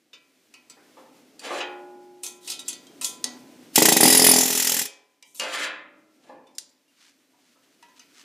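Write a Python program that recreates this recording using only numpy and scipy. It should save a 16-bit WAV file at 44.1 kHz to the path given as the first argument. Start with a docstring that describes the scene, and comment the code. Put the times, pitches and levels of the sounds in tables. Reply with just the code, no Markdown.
"""Workshop, sheet-steel bench. An air hammer drives a steel rod through a cast cylinder head:
each blow thumps the bench, rattles rod and bit, rings the casting and puffs exhaust air.
Before and after, rods and sockets clink and jingle on the casting, parts knock and scrape
on the bench. A struck steel tube hums on; a rag swishes near the end. Low rumble and faint hiss below."""
import sys
import numpy as np
from scipy import signal
from scipy.fft import rfft, irfft
from scipy.io import wavfile

SR = 44100
rng = np.random.default_rng(int(sys.argv[2]) if len(sys.argv) > 2 else 0)


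def file_out(sig):
    """Save sig as 16-bit WAV at sys.argv[1]."""
    # one column per channel
    cols = np.atleast_2d(sig).T
    # limit, then scale
    lim = np.clip(cols, -1, 1)
    pcm = np.round(lim * 32767).astype(np.int16)
    wavfile.write(sys.argv[1], SR, pcm)


N = 363384

# background levels: time_s, rumble_db, hiss_db
SHOP_LEVELS = [(0, -70, -72), (.4, -68, -68), (.9, -59, -62), (1.4, -57.5, -64), (2.2, -59.5, -66),
               (2.6, -56.5, -62), (3.35, -49.5, -57), (3.72, -54, -58.5), (5.15, -78, -73), (5.6, -57, -86),
               (6.15, -66, -69), (6.35, -56.5, -73), (6.75, -74, -71.5), (8.24, -64, -64)]
# background spectra: freq_hz, density_db
RUMBLE_SPECTRUM = [(15, -55), (25, -22.5), (54, -25.5), (213, -7), (266, 3), (381, -7), (659, -12.5),
                   (824, -17), (1140, -27.5), (1500, -25.5), (1950, -48.5), (3300, -120)]
HISS_SPECTRUM = [(350, -39), (600, -9), (880, -13), (1220, -7.5), (1540, -7), (2260, -5), (4080, -8),
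                 (5740, -8.5), (15800, -18)]
# steel touching the casting: start_s, level_db, brightness_db, ping_hz, tick_db
CLINKS = [(0.1316, -28, -8.5, 3610, -57), (0.5394, -31, -5, 2530, -40), (0.698, -26.5, -1.5, 7820, -41),
          (1.3933, -27, 0.5, 4590, -34.5), (1.6029, -28, -21.5, 2770, -60),
          (2.2335, -13.5, 2.5, 9350, -26.5), (2.2642, -19, 2.5, 6370, -27), (2.476, -17, -2.5, 8350, -28),
          (2.5002, -16, 6, 5280, -24), (2.5172, -19, -2, 4820, -27), (2.592, -19, 1.5, 3790, -31),
          (2.6808, -10, 5.5, 7400, -33), (2.7296, -22, -2, 6420, -28), (2.8676, -37, -2.5, 3200, -43),
          (3.0121, -11.5, -2, 8500, -28.5), (3.0446, -7, 6.5, 7000, -17), (3.241, -12.5, -3, 6400, -12.5),
          (5.2249, -37, -10.5, 2335, -38.5), (5.3474, -27, 2, 11600, -49), (5.3967, -11, -6, 2837, -19.5),
          (6.4686, -43, -5, 3550, -58), (6.5495, -41, 3, 5120, -57), (6.5825, -27.5, 4.5, 4800, -18),
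          (6.6918, -50, 6, 7320, -58), (6.88, -51, -1, 2803, -63.5), (7.8257, -41, -11, 1965, -45),
          (7.884, -44, -4, 1010, -62), (7.9942, -30, -5, 6200, -43.5)]
# dull knocks on the bench: start_s, push_db, note_hz, note_db
KNOCKS = [(0.768, -37.5, 790, -57), (0.968, -31, 770, -67), (1.505, -15.5, 1070, -35.5),
          (3.245, -31.5, 248.2, -41), (6.293, -29, 823, -45), (7.334, -53, 970, -65.5),
          (7.557, -51.5, 1310, -64.5), (7.827, -41.5, 950, -48)]
# parts dragged on the bench: start_s, full_s, release_s, end_s, low_db, mid_db, high_db
DRAGS = [(1.385, 1.44, 1.62, 1.59, -23, -24, -35.5), (5.392, 5.398, 5.43, 5.52, -19, -18, -28),
         (5.44, 5.54, 5.65, 5.704, -26.5, -17.5, -27.5), (6.2, 6.25, 6.27, 6.4, -42.5, -48, -57.5)]
# blows on a hollow steel tube: start_s, level_db
TUBE_HITS = [(1.508, -1.5), (1.606, -2.5)]
# sockets jingling in the hand: start_s, full_s, release_s, end_s, mid_db, high_db
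JINGLES = [(2.225, 2.236, 2.25, 2.38, -43, -35), (2.41, 2.5, 2.51, 2.58, -27, -33),
           (2.585, 2.66, 2.72, 2.85, -42, -54), (3.011, 3.02, 3.07, 3.18, -37, -33),
           (5.23, 5.25, 5.33, 5.34, -64, -60), (5.335, 5.352, 5.395, 5.41, -48, -43)]
# piston blows as the trigger opens and closes: start_s, thump_db, steel_db
SINGLE_BLOWS = [(3.756, -12, -1.5), (3.779, 14.5, -6.5), (3.801, -12.5, -13.5), (3.820, 14.5, -2.5),
                (3.853, 10, -1.5), (3.885, 12, -3), (3.921, 11, -4.5), (3.965, 9, -4.5), (4.005, 9.5, -6),
                (4.852, -19.5, -22)]
# steady run as the rod sinks in: time_s, thump_db, steel_db
RUN_LEVELS = [(4.03, 13.5, -2.5), (4.17, 6, -8.5), (4.27, 10.5, -5.5), (4.37, 6, -12.5), (4.47, -4, -16),
              (4.6, -7, -12), (4.82, -10.5, -15)]
# loose bit chattering between blows: time_s, level_db
CHATTER_LEVELS = [(3.73, -59), (3.75, -34), (3.9, -28.5), (4.0, -28), (4.04, -21.5), (4.33, -26.5),
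                  (4.45, -27.5), (4.83, -32.5), (4.88, -60)]
# swelling notes of the rod: low_hz, high_hz, start_s, full_s, release_s, end_s, level_db
ROD_NOTES = [(4600, 5270, 3.95, 4.04, 4.36, 4.5, 12), (5600, 7200, 4.15, 4.35, 4.4, 4.93, 11.5),
             (9000, 11000, 3.9, 4.04, 4.35, 4.65, 4), (12700, 13500, 4.05, 4.17, 4.86, 8.8, 3.5),
             (1830, 2100, 2.4, 4.1, 5.9, 6.3, 12.5), (2469, 2580, 4.2, 3.95, 4.5, 4.9, 6)]
# rag and sleeve: start_s, full_s, release_s, end_s, level_db
SWISHES = [(6.12, 6.24, 6.25, 6.27, -60), (6.9, 7.01, 7.09, 7.19, -53), (7.33, 7.42, 7.55, 7.6, -63),
           (7.6, 7.635, 7.645, 7.68, -60), (7.67, 7.71, 7.75, 7.82, -63), (7.94, 7.975, 7.98, 8.0, -50),
           (8.05, 8.19, 8.21, 8.3, -46)]
# clear modes: pitch_hz, level_db, t60_s
CASTING_MODES = [(1007, -13, 1.2), (1355, -13, .55), (1960, -9, .5), (2336, -9, .5), (2516, -1, .4),
                 (2990, -6, .25), (3170, -5, .3), (3580, -3, .3), (3895, -4, .25), (4060, -7, .3),
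                 (4440, -5, .3), (4800, -4, .3), (4920, -7, .22), (5170, -3, .2), (5640, -5, .2),
                 (6250, -3, .14), (6650, -4, .15), (7030, -2, .15), (7470, -4, .15), (8050, -4, .12),
                 (9270, -3, .13), (11300, -6, .1)]
BENCH_MODES = [(295, 4.5, 0.99), (311.4, -8, 3.4), (522.6, 12.5, 0.55), (581.2, -3, 1.45), (884, 2.5, 1.33),
               (1182, -60, 2.4), (1207, -41, 0.42), (1354, -12.5, 2.1), (1692, 9, 0.57), (2070, -6, 0.77),
               (2460, -3, 0.82), (2630, 4, 0.58)]
TUBE_MODES = [(359.3, 2, 3.2), (824.6, 2, 1.9), (1447, -3, 1.09)]
THUMP_MODES = [(186, -9.5, 0.29), (257, -0.5, 0.12), (319.4, -0.5, 0.15), (420, 4, 0.062),
               (541, -4.5, 0.078), (670, 6.5, 0.012), (811, 5.5, 0.022), (943, -8, 0.0073),
               (1959, 0.5, 0.035)]
BIT_MODES = [(3310, -13, 0.011), (5550, -10.5, 0.0094), (5440, -4, 0.014), (6030, -8.5, 0.017),
             (6970, -10, 0.031), (7570, 1, 0.017), (9450, -2, 0.017), (10110, 1, 0.0099),
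             (11200, -10.5, 0.051), (12770, -1, 0.013), (14700, -22, .02)]
# dense modes, heard as dying noise: freq_hz, density_db, t60_s
CASTING_DENSE = [(690, 15, 0.3), (1440, -15, 0.39), (3000, 13, 0.23), (5170, 4, 0.1), (7860, 22, 0.14),
                 (11000, -5.5, 0.045), (13000, -13, .06), (16000, 3.5, .04)]
BENCH_DENSE = [(150, -22, 0.66), (265, -2.5, 0.48), (710, 12, 0.74), (1380, 7.5, 0.6), (3000, 1.5, 0.49),
               (5630, 2, 0.065), (9600, -11, 0.074), (15900, -36, .05)]
ROOM_REVERB = [(200, -2.5, 0.21), (504, 6, 0.8), (1965, -3, 0.54), (6000, 2, 0.32), (12100, -1, .15),
               (16390, -10.5, 0.13)]

RUN_START_S, RUN_BLOWS, UNEVEN_DB = 4.0305, 34, 1.5
STROKE_S, SLOWING_S_PER_BLOW = .02332, .000024
SWELL_DEPTH_DB = 26
CUTOFF_HZ = 16150


def amp(db):
    """dB to gain."""
    return 10 ** (np.asarray(db, float) / 20)


def unit_rms(x):
    """Scale to rms 1."""
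    return x / np.sqrt(np.mean(x ** 2) + 1e-20)


def gains(span):
    """Rows of time and levels to one gain curve per level column; silent outside."""
    t = np.arange(N) / SR
    time_s, *columns = np.transpose(span)
    return np.array([amp(np.interp(t, time_s, db, -200, -200)) for db in columns])


def swells(rows):
    """Rise, hold and fade over each row's four times, sorted; one gain curve per level column."""
    out = 0
    for row in rows:
        levels_db = np.array(row[4:]) - SWELL_DEPTH_DB * np.array([[1], [0], [0], [1]])
        out = out + gains(np.column_stack([sorted(row[:4]), levels_db]))
    return out


def band(x, low_hz, high_hz):
    """Butterworth band-pass."""
    sos = signal.butter(2, [low_hz, min(high_hz, .45 * SR)], "band", fs=SR, output="sos")
    return signal.sosfilt(sos, x)


def coloured(spectrum):
    """Steady noise of a given spectrum, rms 1."""
    hz, db = np.transpose(spectrum)
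    log_hz = np.log(np.fft.rfftfreq(N, 1 / SR) + 1)
    shape = amp(np.interp(log_hz, np.log(hz), db, -90, -90))
    return unit_rms(irfft(rfft(rng.standard_normal(N)) * shape, N))


def flicker(rate_hz, depth_db):
    """Randomly wandering gain."""
    knots = rng.standard_normal(N // 100)
    return amp(depth_db * np.interp(np.arange(N) / SR * rate_hz, np.arange(len(knots)), knots))


def grains(per_s, spread_db):
    """Random clicks of uneven size, rms 1."""
    size = amp(spread_db * np.minimum(rng.exponential(1, N), 5)) * rng.choice([-1, 1], N)
    return unit_rms(size * (rng.random(N) < per_s / SR))


def response(modes=None, dense=None, dense_db=0):
    """Unit-energy impulse response: clear modes plus half-octave bands of dying noise."""
    t, out = np.arange(2 * SR) / SR, 0
    if modes:
        out = unit_rms(sum(amp(db - 60 * t / t60_s) * np.sin(2 * np.pi * hz * t)
                           for hz, db, t60_s in modes))
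    if dense:
        hz, db, t60_s = np.transpose(dense)
        noise = 0
        for low_hz in 120 * 2 ** np.arange(0, 7.5, .5):
            log_centre = np.log(low_hz * 2 ** .25)
            decay_s = np.interp(log_centre, np.log(hz), t60_s)
            level_db = np.interp(log_centre, np.log(hz), db) - 60 * t / decay_s
            carrier = band(rng.standard_normal(len(t)), low_hz, low_hz * np.sqrt(2))
            noise = noise + amp(level_db) / np.sqrt(decay_s) * carrier
        out = out + amp(dense_db) * unit_rms(noise)
    return unit_rms(out) / np.sqrt(len(t))


def ring(force, body):
    """Convolve a force with a body's impulse response."""
    return signal.fftconvolve(force, body)[:N]


def clicks(start_s, db):
    """One impulse per start."""
    out = np.zeros(N)
    out[(np.asarray(start_s) * SR).astype(int)] = amp(db)
    return out


def bursts(start_s, db, decay_s, rise_s=.000078):
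    """Envelope: exponential rise and decay at each start."""
    t = np.arange(round(8 * decay_s * SR)) / SR
    shape = (1 - np.exp(-t / rise_s)) * np.exp(-t / decay_s)
    return ring(clicks(start_s, db), shape / shape.max())


def notes(start_s, level_db, pitch_hz, t60_cycles):
    """One decaying sine per start."""
    out, t = np.zeros(N), np.arange(SR) / SR
    for s, db, hz in zip(start_s, level_db, pitch_hz):
        i = round(s * SR)
        note = amp(db - 60 * t * hz / t60_cycles) * np.sin(2 * np.pi * hz * t)
        out[i:i + len(t)] += note[:N - i]
    return out


def contact_force(low, mid, high, source):
    """Source weighted in three registers of the casting."""
    return (low * band(source, 1000, 3000) + mid * band(source, 3300, 4700)
            + high * band(source, 6500, 17000))


def workshop():
    """Low rumble and faint hiss, both wavering."""
    rumble_gain, hiss_gain = gains(SHOP_LEVELS)
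    hiss = hiss_gain * coloured(HISS_SPECTRUM) * flicker(25, depth_db=1)
    rumble = rumble_gain * coloured(RUMBLE_SPECTRUM) * flicker(5, depth_db=-1)
    return rumble + hiss


def clinks(casting):
    """Short hard contacts: a tick, the casting rings, the small part pings at its own pitch."""
    start_s, db, bright_db, ping_hz, tick_db = np.transpose(CLINKS)
    registers_db = db - bright_db, db, db - 4.5 + bright_db
    envelopes = [bursts(start_s, level_db, decay_s=.0025, rise_s=.00091) for level_db in registers_db]
    scuff = contact_force(*envelopes, rng.standard_normal(N))
    tick = bursts(start_s, tick_db, decay_s=.0022, rise_s=.0025) * rng.standard_normal(N)
    ping = notes(start_s, db - 15, ping_hz, t60_cycles=530)
    return band(tick, 3200, 8500) + amp(-6.5) * ring(scuff, casting) + ping


def knocks(bench):
    """Soft contacts ring the bench, each with one strongest note."""
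    start_s, push_db, note_hz, note_db = np.transpose(KNOCKS)
    push = band(bursts(start_s, push_db, decay_s=.0031) * rng.standard_normal(N), 280, 1650)
    return ring(push, bench) + notes(start_s, note_db, note_hz, t60_cycles=300)


def drags(bench):
    """Stick-slip grit under a sliding part excites the bench sheet."""
    low, mid, high = swells(DRAGS)
    grit = grains(7000, spread_db=2.5) * flicker(70, depth_db=2.5)
    force = low * band(grit, 272, 830) + mid * band(grit, 1300, 4060) + high * band(grit, 3200, 8400)
    return amp(-8) * force + amp(-7.5) * ring(force, bench)


def tube():
    """A struck hollow steel tube hums on."""
    return ring(clicks(*np.transpose(TUBE_HITS)), response(TUBE_MODES))


def jingles(casting):
    """Loose sockets make many small uneven contacts that ring the casting."""
    mid, high = swells(JINGLES)
    force = contact_force(amp(-10.5) * mid, mid, high, grains(2500, spread_db=3.5))
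    return amp(-9) * force + amp(1) * ring(force, casting)


def piston_blows():
    """Single blows plus an uneven, slightly slowing run: start_s, thump_db, steel_db."""
    k = np.arange(RUN_BLOWS)
    start_s = RUN_START_S + STROKE_S * k + SLOWING_S_PER_BLOW * k ** 2 / 2
    time_s, *columns = np.transpose(RUN_LEVELS)
    run_db = np.transpose([np.interp(start_s, time_s, db) for db in columns])
    run_db += UNEVEN_DB * rng.standard_normal((RUN_BLOWS, 2))
    return np.vstack([SINGLE_BLOWS, np.column_stack([start_s, run_db])]).T


def air_hammer(casting):
    """Each blow thumps the bench; rod and bit rebound in a dense rattle with a puff of exhaust."""
    start_s, thump_db, steel_db = piston_blows()
    crunch = bursts(start_s, thump_db - 29.5, decay_s=.004, rise_s=.001) * rng.standard_normal(N)
    thump = ring(crunch - clicks(start_s, thump_db), response(THUMP_MODES))
    thump = band(band(thump, 140, 6000), 140, 6000)
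    rebound = bursts(start_s + .00085, steel_db - 3, decay_s=.0049, rise_s=.0036)
    envelope = gains(CHATTER_LEVELS)[0] + rebound
    rattle = envelope * grains(12000, spread_db=2) + clicks(start_s + .002, steel_db + 10.5)
    rod = sum(swells([swell])[0] * flicker(35, depth_db=5) * band(rattle, low_hz, high_hz)
              for low_hz, high_hz, *swell in ROD_NOTES)
    bit = ring(band(rattle, 2300, 15000) + rod, response(BIT_MODES))
    head = ring(band(rattle, 1800, 12000), casting)
    exhaust = envelope * band(rng.standard_normal(N), 1700, 17000)
    return thump + amp(-7) * bit + amp(-9.5) * head + amp(-4.5) * exhaust


def rag():
    """Cloth swishes: swells of fine crackle."""
    return swells(SWISHES)[0] * band(grains(6500, spread_db=3.5), 1140, 6700)


def scene():
    """All sources centred; reverberation differs slightly left and right."""
    casting = response(CASTING_MODES, CASTING_DENSE, dense_db=8)
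    bench = response(BENCH_MODES, BENCH_DENSE, dense_db=7.5)
    metal = air_hammer(casting) + clinks(casting) + jingles(casting)
    metal += band(drags(bench) + knocks(bench) + tube(), 200, 17000)
    reverb = amp(-13.5) * ring(metal, response(dense=ROOM_REVERB))
    centre = metal + reverb + rag() + workshop()
    echoes = rng.standard_normal(4000) * np.exp(-np.arange(4000) / 800)
    diffuse = band(ring(centre, echoes / np.linalg.norm(echoes)), 400, 17000)
    side = amp(-26) * band(band(diffuse, 400, 2000), 400, 2000)
    side += amp(-16) * band(band(diffuse, 2900, 17000), 2900, 17000)
    return np.array([centre + side, centre - side])


def record(dry):
    """Soft clip, microphone bass roll-off, steep top cut."""
    rounded = .85 * np.tanh(dry / .85)
    thin = signal.sosfilt(signal.butter(2, 110, "high", fs=SR, output="sos"), rounded)
    return signal.sosfilt(signal.cheby2(16, 80, CUTOFF_HZ, fs=SR, output="sos"), thin)


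dry = scene()
out = record(dry)
file_out(out)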